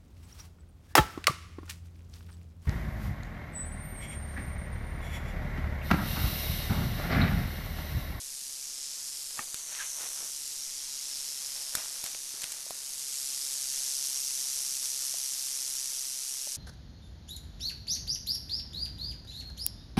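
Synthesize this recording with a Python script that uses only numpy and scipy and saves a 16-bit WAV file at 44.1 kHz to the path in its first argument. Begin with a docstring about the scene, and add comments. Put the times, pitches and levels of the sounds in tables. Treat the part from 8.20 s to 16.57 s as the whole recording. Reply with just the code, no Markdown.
"""Rattlesnake in dry scrub

A rattlesnake buzzes without pause under dead branches; halfway through, the microphone turns to face it.
At every swing of the tail the loose horny segments knock together: short runs of noise bursts, coloured by
the hollow segments. Someone close by shifts and steps back: litter scuffs in tiny grains, twigs snap in
noise and ringing modes, sticks and a branch knock, bark rasps and squeaks, all over faint outdoor air."""
import sys
import numpy as np
from scipy import signal
from scipy.fft import rfft, irfft
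from scipy.io import wavfile

SR = 44100
rng = np.random.default_rng(int(sys.argv[2]) if len(sys.argv) > 2 else 0)


def log_audio(samples):
    """Write samples as a 16-bit WAV file to the path given in sys.argv[1]."""
    # one column per channel
    frames = np.atleast_2d(samples).T
    # limit to full scale, then quantise
    limited = np.clip(frames, -1, 1)
    pcm = np.round(limited * 32767).astype(np.int16)
    wavfile.write(sys.argv[1], SR, pcm)


N = 369116
TIME = np.arange(N) / SR

# outdoor air, outline of its spectral density: freq_hz, level_db (per Hz, relative)
AIR_COLOUR = [(20, 14), (50, -1.5), (120, -4), (300, -3.5), (700, -6), (1500, -7.5), (4000, 2), (13000, -6)]
# colour of the dry litter: freq_hz, level_db (relative)
LITTER_COLOUR = [(60, -18), (250, -11), (550, -2.5), (1400, -1.5), (2600, -3), (4500, -3.5), (12000, -22)]
# feet pressing and sliding in the litter: peak_s, level_db, rise_s, fall_s
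FOOT_SCUFFS = [(1.19, -46.5, .025, 0.058), (1.52, -54, 0.17, .08), (1.815, -46, 0.063, 0.097),
               (2.03, -51.5, 0.12, 0.051), (3.4, -54.5, .3, 0.21), (3.58, -46.5, 0.066, 0.11),
               (3.87, -50, 0.083, 0.07), (4.24, -50, 0.11, 0.17), (4.55, -57.5, 0.12, 0.26)]
# colour of bark scraping on bark: freq_hz, level_db (relative)
BARK_COLOUR = [(300, -24), (800, -6.5), (1300, -1), (1600, -1), (2300, 1.5), (3200, -1), (4200, -1),
               (12000, -30)]
# sticks knocking on each other and on the ground: start_s, level_db, lowest_mode_hz, decay_s
STICK_KNOCKS = [(1.213, -42, 950, 0.0013), (2.027, -41.5, 596, 0.0012), (3.949, -43, 600, .0015),
                (4.141, -48.5, 375, .003), (4.465, -44, 625, .0023), (4.507, -30, 697, 0.0017),
                (6.942, -42, 685, 0.0024), (8.272, -41.5, 596, 0.0027)]
# modes of a dead stick: multiple_of_lowest_mode, level_db (relative)
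STICK_MODES = [(1, 4), (1.4, -3), (2.2, -23)]
# modes of the thicker branch: freq_hz, level_db, decay_s
BRANCH_MODES = [(233, -42, 0.011), (855, -34.5, 0.006), (1190, -21.5, 0.0025), (1830, -24, 0.0023),
                (2180, -30, 0.0026), (2570, -31, .0028)]
# dry twigs snapping, and last the bright tick of the stick knock at 4.507 s: start_s, level_db, lowest_mode_hz,
# ring_db (relative), thud_db (relative), crack_length_s, crack_centre_hz
TWIG_SNAPS = [(1.344, -24, 3060, -10, -12, 0.0011, 6500), (1.55, -38, 2000, 4, -23, .0013, 3000),
              (3.552, -21.5, 1495, 1.5, -10, 0.0037, 8500), (3.573, -31, 1600, -12, -3, .0007, 2000),
              (3.84, -26.5, 894, -20, -10.5, 0.0027, 7500), (3.862, -29, 3120, 4, -31, 0.0023, 4200),
              (3.948, -37.5, 1870, 1, -25, .001, 2500), (4.218, -33.5, 4460, -5, -31, 0.0067, 6500),
              (4.235, -33, 3060, 2, -17, .0025, 4500), (4.241, -27.5, 4000, 2, -10, .0015, 4200),
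              (4.32, -32.5, 2580, -12, -35, .005, 7000), (4.507, -34, 3000, -12, -32, 0.0033, 7000)]
# modes of a breaking twig: multiple_of_lowest_mode, level_db (relative)
TWIG_MODES = [(1, -2.5), (1.18, -6.5), (2.4, -1)]
# collisions within one stroke, from segment to segment: share_of_stroke, level_db (relative)
SEGMENT_COLLISIONS = [(0, 0), (.09, -.5), (.19, -1), (.28, 0), (.37, -.5), (.46, -.5), (.53, -3.5)]
# share of the buzz that arrives scattered by the brush: time_s, level_db (relative to direct)
SCATTERED_SHARE = [(0, -5), (4.4, -5), (5.4, -11), (8.37, -11)]
# broad colour of the hollow segments: freq_hz, level_db (relative)
SHELL_COLOUR = [(300, -24.5), (700, -26.5), (1500, -21), (2300, -16), (3600, -9.5), (4700, -4),
                (5700, -1.5), (7200, -3), (7700, -4), (10900, -4), (11800, -8), (13200, -9.5)]
# fixed narrow peaks and a dip in the buzz, as from a reflection off the ground:
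# centre_hz, width_hz, height_db
BUZZ_PEAKS = [(4890, 350, 1), (5530, 250, 0.8), (6530, 300, 1.8), (7280, 260, 1.4), (7630, 350, -1),
              (8290, 500, 2.5), (9700, 600, 0.6), (10300, 810, 1)]
# loudness of the rattle at the microphone: time_s, level_db
RATTLE_LEVEL = [(0, -42.5), (.36, -42), (.62, -39.5), (1.15, -41.5), (1.35, -40.5), (2.95, -40), (3.6, -41),
                (4.5, -43.5), (5.0, -37), (5.6, -36), (7.25, -37), (8.37, -39.5)]
# the buzz's low flank: time_s, level_db (relative)
FLANK_LEVEL = [(0, -8), (.55, -10.5), (1.1, -9), (1.35, -12), (2.9, -7), (4.3, -7.5), (5.0, -9),
               (8.37, -8.5)]
# the treble dulls while the person bends and shifts close by: centre_s, half_length_s, depth_db
TREBLE_DULLINGS = [(.64, 0.24, 5.5), (1.437, 0.19, 4.5), (2.62, 0.39, 3), (5.25, 0.46, 1)]
# a band of the buzz wanders and grows stronger or weaker, as from a shifting ground reflection:
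# time_s, centre_hz, gain_db
WANDERING_BAND = [(0, 5400, -1), (1.1, 5050, 3), (1.35, 6100, 0), (1.68, 6100, 6.5), (2.2, 5700, 1.5),
                  (3.45, 5230, 4), (4.15, 6050, 3), (5.1, 6300, -2.5), (5.8, 5800, 4), (8.37, 5770, 3)]

AIR_DB = -55.5
STIR_DB = -24  # litter stirred by the shaking tail, relative to the rattle
# a stick slips: its rasp swells and dies away
SLIP_S, RASP_DB, RASP_RISE_S, RASP_FALL_S = 1.62, -41.5, 0.068, 0.042
# near the height of the slip it squeaks at a falling pitch
SQUEAK_S, SQUEAK_HALF_S, SQUEAK_DB = 1.608, 0.014, -39
SQUEAK_HZ, SQUEAK_SAG_HZ_PER_S = 1660, 5900  # pitch at SQUEAK_S, and its fall
# a thicker branch is struck once, and bounces softly
BRANCH_S, BOUNCE_S, BOUNCE_DB = 1.1912, 0.00216, -16
# tail strokes per second, two to each full swing: the snake speeds up when alarmed, then slowly tires
WARY_RATE, ALARMED_RATE, TIRING_PER_S = 136.5, 140.3, 1.0
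ALARM_S, ALARM_RISE_S = .35, .35
FLANK_TOP_HZ, TREBLE_BOTTOM_HZ = 5015, 8230  # the core of the buzz lies between
CORE_DB, TREBLE_DB = -2.0, -.6
# a reflection off the moving person thins one band, which slides down and settles
NOTCH_S, NOTCH_HALF_S, NOTCH_DEPTH_DB = 1.48, 0.48, 11
NOTCH_FROM_S, NOTCH_FROM_HZ, NOTCH_TO_HZ, NOTCH_SETTLE_S = 0.99, 6400, 4630, .35
TOP_HZ = 13260  # upper limit of the microphone's signal


def undb(db):
    """Decibels to gain."""
    return 10 ** (np.asarray(db) / 20)


def unit(x):
    """Scale to rms 1."""
    return x / np.sqrt(np.mean(x ** 2))


def curves(table):
    """Each column after the time as a value per sample."""
    s, *columns = np.transpose(table)
    return [np.interp(TIME, s, c) for c in columns]


def hump(s, half_s):
    """A smooth bell from 0 up to 1 and back, centred on time s."""
    return np.exp(-np.minimum(((TIME - s) / half_s) ** 2, 50))


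def swell(s, rise_s, fall_s):
    """Grow exponentially to 1 at time s, then die away."""
    return np.exp(-np.minimum(np.maximum((s - TIME) / rise_s, (TIME - s) / fall_s), 50))


def colour(x, points, peaks=()):
    """Filter by an outline in Hz and dB with narrow peaks or dips on top; rms 1."""
    f = np.arange(N // 2 + 1) * SR / N + 1  # 1 Hz up, to keep the logarithm finite
    hz, db = np.transpose(points)
    shape = np.interp(np.log(f), np.log(hz), db)
    for centre, width, height in peaks:
        shape = shape + height / (1 + (2 * (f - centre) / width) ** 2)
    return unit(irfft(rfft(x) * undb(shape), N))


def below(x, hz, order=6):
    """Low-pass without delay."""
    return signal.sosfiltfilt(signal.butter(order, min(hz, .45 * SR), fs=SR, output="sos"), x)


def moving_band(x, hz, gain_db, width_hz, size=256):
    """Raise or lower a band that moves."""
    f, t, frames = signal.stft(x, SR, nperseg=size)
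    centre_hz = np.interp(t, TIME, hz)
    bell = np.exp(-((f[:, None] - centre_hz) / width_hz) ** 2)
    bump_db = np.interp(t, TIME, gain_db) * bell
    return signal.istft(frames * undb(bump_db), SR, nperseg=size)[1][:N]


def linger(energy, decay_s):
    """Let energy die away exponentially (decay_s is that of the amplitude); mean 1."""
    energy = signal.lfilter([1], [1, -np.exp(-2 / (decay_s * SR))], energy)
    return energy / energy.mean()


def add(track, s, sound):
    """Mix a short sound in at time s."""
    start = int(s * SR)
    track[start:start + len(sound)] += sound[:N - start]


def outdoor_air():
    """Still air is a steady, faint noise, heaviest in the lows."""
    return undb(AIR_DB) * colour(rng.standard_normal(N), AIR_COLOUR)


def scuffs(grains_per_s=900, grit_db=-4, uneven_db=1.6):
    """Dry leaves and grit crunch underfoot and under the tail in dense tiny grains, catching and giving way."""
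    grains = (rng.random(N) < grains_per_s / SR) * rng.standard_normal(N)
    crunch = unit(grains) + undb(grit_db) * rng.standard_normal(N)
    catch_db = uneven_db * unit(below(rng.standard_normal(N), 51, order=2))
    feet_power = sum((undb(db) * swell(s, rise_s, fall_s)) ** 2 for s, db, rise_s, fall_s in FOOT_SCUFFS)
    tail_power = undb(curves(RATTLE_LEVEL)[0] + STIR_DB) ** 2
    return colour(crunch, LITTER_COLOUR) * np.sqrt(feet_power + tail_power) * undb(catch_db)


def squeak(waver=0.0436):
    """Bark rasps on bark, and for a moment catches and slips at a falling, unsteady pitch."""
    hz = SQUEAK_HZ - SQUEAK_SAG_HZ_PER_S * (TIME - SQUEAK_S)
    hz = hz * (1 + waver * unit(below(rng.standard_normal(N), 300, order=2)))
    tone = np.sqrt(2) * np.sin(2 * np.pi * np.cumsum(hz) / SR) * hump(SQUEAK_S, SQUEAK_HALF_S)
    rasp = colour(rng.standard_normal(N), BARK_COLOUR) * swell(SLIP_S, RASP_RISE_S, RASP_FALL_S)
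    return tone * undb(SQUEAK_DB) + rasp * undb(RASP_DB)


def knocks(contact_s=0.00037, brush_db=-23, brush_s=0.011):
    """Sticks ring for a few cycles; the brush around scatters a faint tail."""
    out, t = np.zeros(N), TIME[:SR // 10]
    onset = 1 - np.exp(-t / contact_s)
    for s, db, hz, decay_s in STICK_KNOCKS:
        modes = sum(undb(mode_db) * np.sin(2 * np.pi * hz * k * t) for k, mode_db in STICK_MODES)
        ring = modes * np.exp(-t / decay_s)
        tail = unit(below(rng.standard_normal(len(t)), 4.0 * hz, order=3)) * np.exp(-t / brush_s)
        add(out, s, undb(db) * (ring + undb(brush_db) * tail) * onset)
    return out


def branch(contact_s=0.00048, brush_db=-43, brush_s=0.013, brush_hz=2600):
    """A dead branch gives one compact, hollow knock; the brush around scatters a faint tail."""
    out, t = np.zeros(N), TIME[:SR // 10]
    ring = sum(undb(db) * np.sin(2 * np.pi * hz * t) * np.exp(-t / decay_s)
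               for hz, db, decay_s in BRANCH_MODES)
    tail = undb(brush_db) * unit(below(rng.standard_normal(len(t)), brush_hz)) * np.exp(-t / brush_s)
    knock = (ring + tail) * (1 - np.exp(-t / contact_s))
    add(out, BRANCH_S, knock)
    add(out, BRANCH_S + BOUNCE_S, undb(BOUNCE_DB) * knock)
    return out


def snaps(splinter_db=-20, splinter_s=0.057, body_s=0.0014, swell_s=0.00019, thud_hz=200, spread=1.7):
    """A twig breaks with a crack, a short woody ring and a trail of splintering fibres; the same gives one
    stick knock its bright tick."""
    out, t = np.zeros(N), TIME[:SR // 10]
    # the freed end strikes the soil: a pulse that falls off above thud_hz
    thud = np.exp(-2 * np.pi * thud_hz * t)
    ring = np.exp(-t / body_s) * (1 - np.exp(-t / swell_s))
    for s, db, hz, body_db, thud_db, length_s, crack_hz in TWIG_SNAPS:
        body = ring * sum(undb(mode_db) * np.sin(2 * np.pi * hz * k * t) for k, mode_db in TWIG_MODES)
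        tearing = np.exp(-(t / length_s) ** 2) + undb(splinter_db) * np.exp(-t / splinter_s)
        # the thinner the fibres, the brighter the crack
        edges_hz = [crack_hz / spread, min(crack_hz * spread, .45 * SR)]
        fibre = signal.butter(1, edges_hz, "band", fs=SR, output="sos")
        noise = np.sign(rng.standard_normal(len(t)))
        crack = unit(signal.sosfilt(fibre, noise)) * tearing
        add(out, s, undb(db) * (crack + undb(body_db) * body + undb(thud_db) * thud))
    return out


def stroke_rate():
    """The tail quickens in alarm, then slows steadily."""
    alarm = np.clip((TIME - ALARM_S) / ALARM_RISE_S, 0, 1)
    tired_s = np.maximum(TIME - ALARM_S - ALARM_RISE_S, 0)
    return WARY_RATE + (ALARMED_RATE - WARY_RATE) * alarm - TIRING_PER_S * tired_s


def clatter(ring_s=0.002, brush_s=0.02):
    """Each stroke sends a run of collisions down the rattle; each collision is a brief dry burst."""
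    jitter = .025  # share of a stroke
    scatter_db, stroke_db, backstroke_db = 1.1, .3, -1.1
    phase = np.cumsum(stroke_rate()) / SR  # in strokes
    stroke = np.arange(int(phase[-1]))[:, None]
    share, db = np.transpose(SEGMENT_COLLISIONS)
    slip, force = rng.standard_normal((2, len(stroke), len(share)))
    at = np.searchsorted(phase, stroke + share + jitter * slip)
    # the swing back is a little weaker, and no two strokes are alike
    swing_db = backstroke_db * (stroke % 2 == 1) + stroke_db * rng.standard_normal(stroke.shape)
    strength = undb(db + scatter_db * force + swing_db)
    impacts = np.bincount(at.ravel(), strength.ravel() ** 2, N + 1)[:N]
    direct = linger(impacts, ring_s)
    # countless small echoes off twigs partly fill the gaps between strokes
    scattered = undb(curves(SCATTERED_SHARE)[0]) ** 2
    energy = (direct + scattered * linger(direct, brush_s)) / (1 + scattered)
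    return np.sqrt(energy) * rng.standard_normal(N)


def rattlesnake():
    """The hollow segments colour the clatter; branches and bearing change how much of each flank arrives."""
    level_db, flank_db = curves(RATTLE_LEVEL)[0], curves(FLANK_LEVEL)[0]
    treble_db = TREBLE_DB - sum(depth_db * hump(s, half_s) for s, half_s, depth_db in TREBLE_DULLINGS)
    buzz = colour(clatter(), SHELL_COLOUR, BUZZ_PEAKS)
    flank = below(buzz, FLANK_TOP_HZ)
    treble = buzz - below(buzz, TREBLE_BOTTOM_HZ)
    core = buzz - flank - treble
    heard = undb(CORE_DB) * unit(core) + undb(flank_db) * unit(flank) + undb(treble_db) * unit(treble)
    settling = np.exp(-np.maximum(TIME - NOTCH_FROM_S, 0) / NOTCH_SETTLE_S)
    notch_hz = NOTCH_TO_HZ + (NOTCH_FROM_HZ - NOTCH_TO_HZ) * settling
    notch_db = -NOTCH_DEPTH_DB * hump(NOTCH_S, NOTCH_HALF_S)
    heard = moving_band(heard, notch_hz, notch_db, width_hz=320)
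    return moving_band(heard, *curves(WANDERING_BAND), width_hz=430) * undb(level_db)


def scene():
    """Still air, footwork and snake, heard by one microphone."""
    footwork = scuffs() + squeak() + knocks() + branch() + snaps()
    return (outdoor_air() + footwork + rattlesnake())[None]


def record(dry):
    """The microphone's signal path cuts the top steeply."""
    top_cut = signal.firwin(601, TOP_HZ, fs=SR, window=("kaiser", 7))
    return signal.fftconvolve(dry, top_cut[None], mode="same")


dry = scene()
out = record(dry)
log_audio(out)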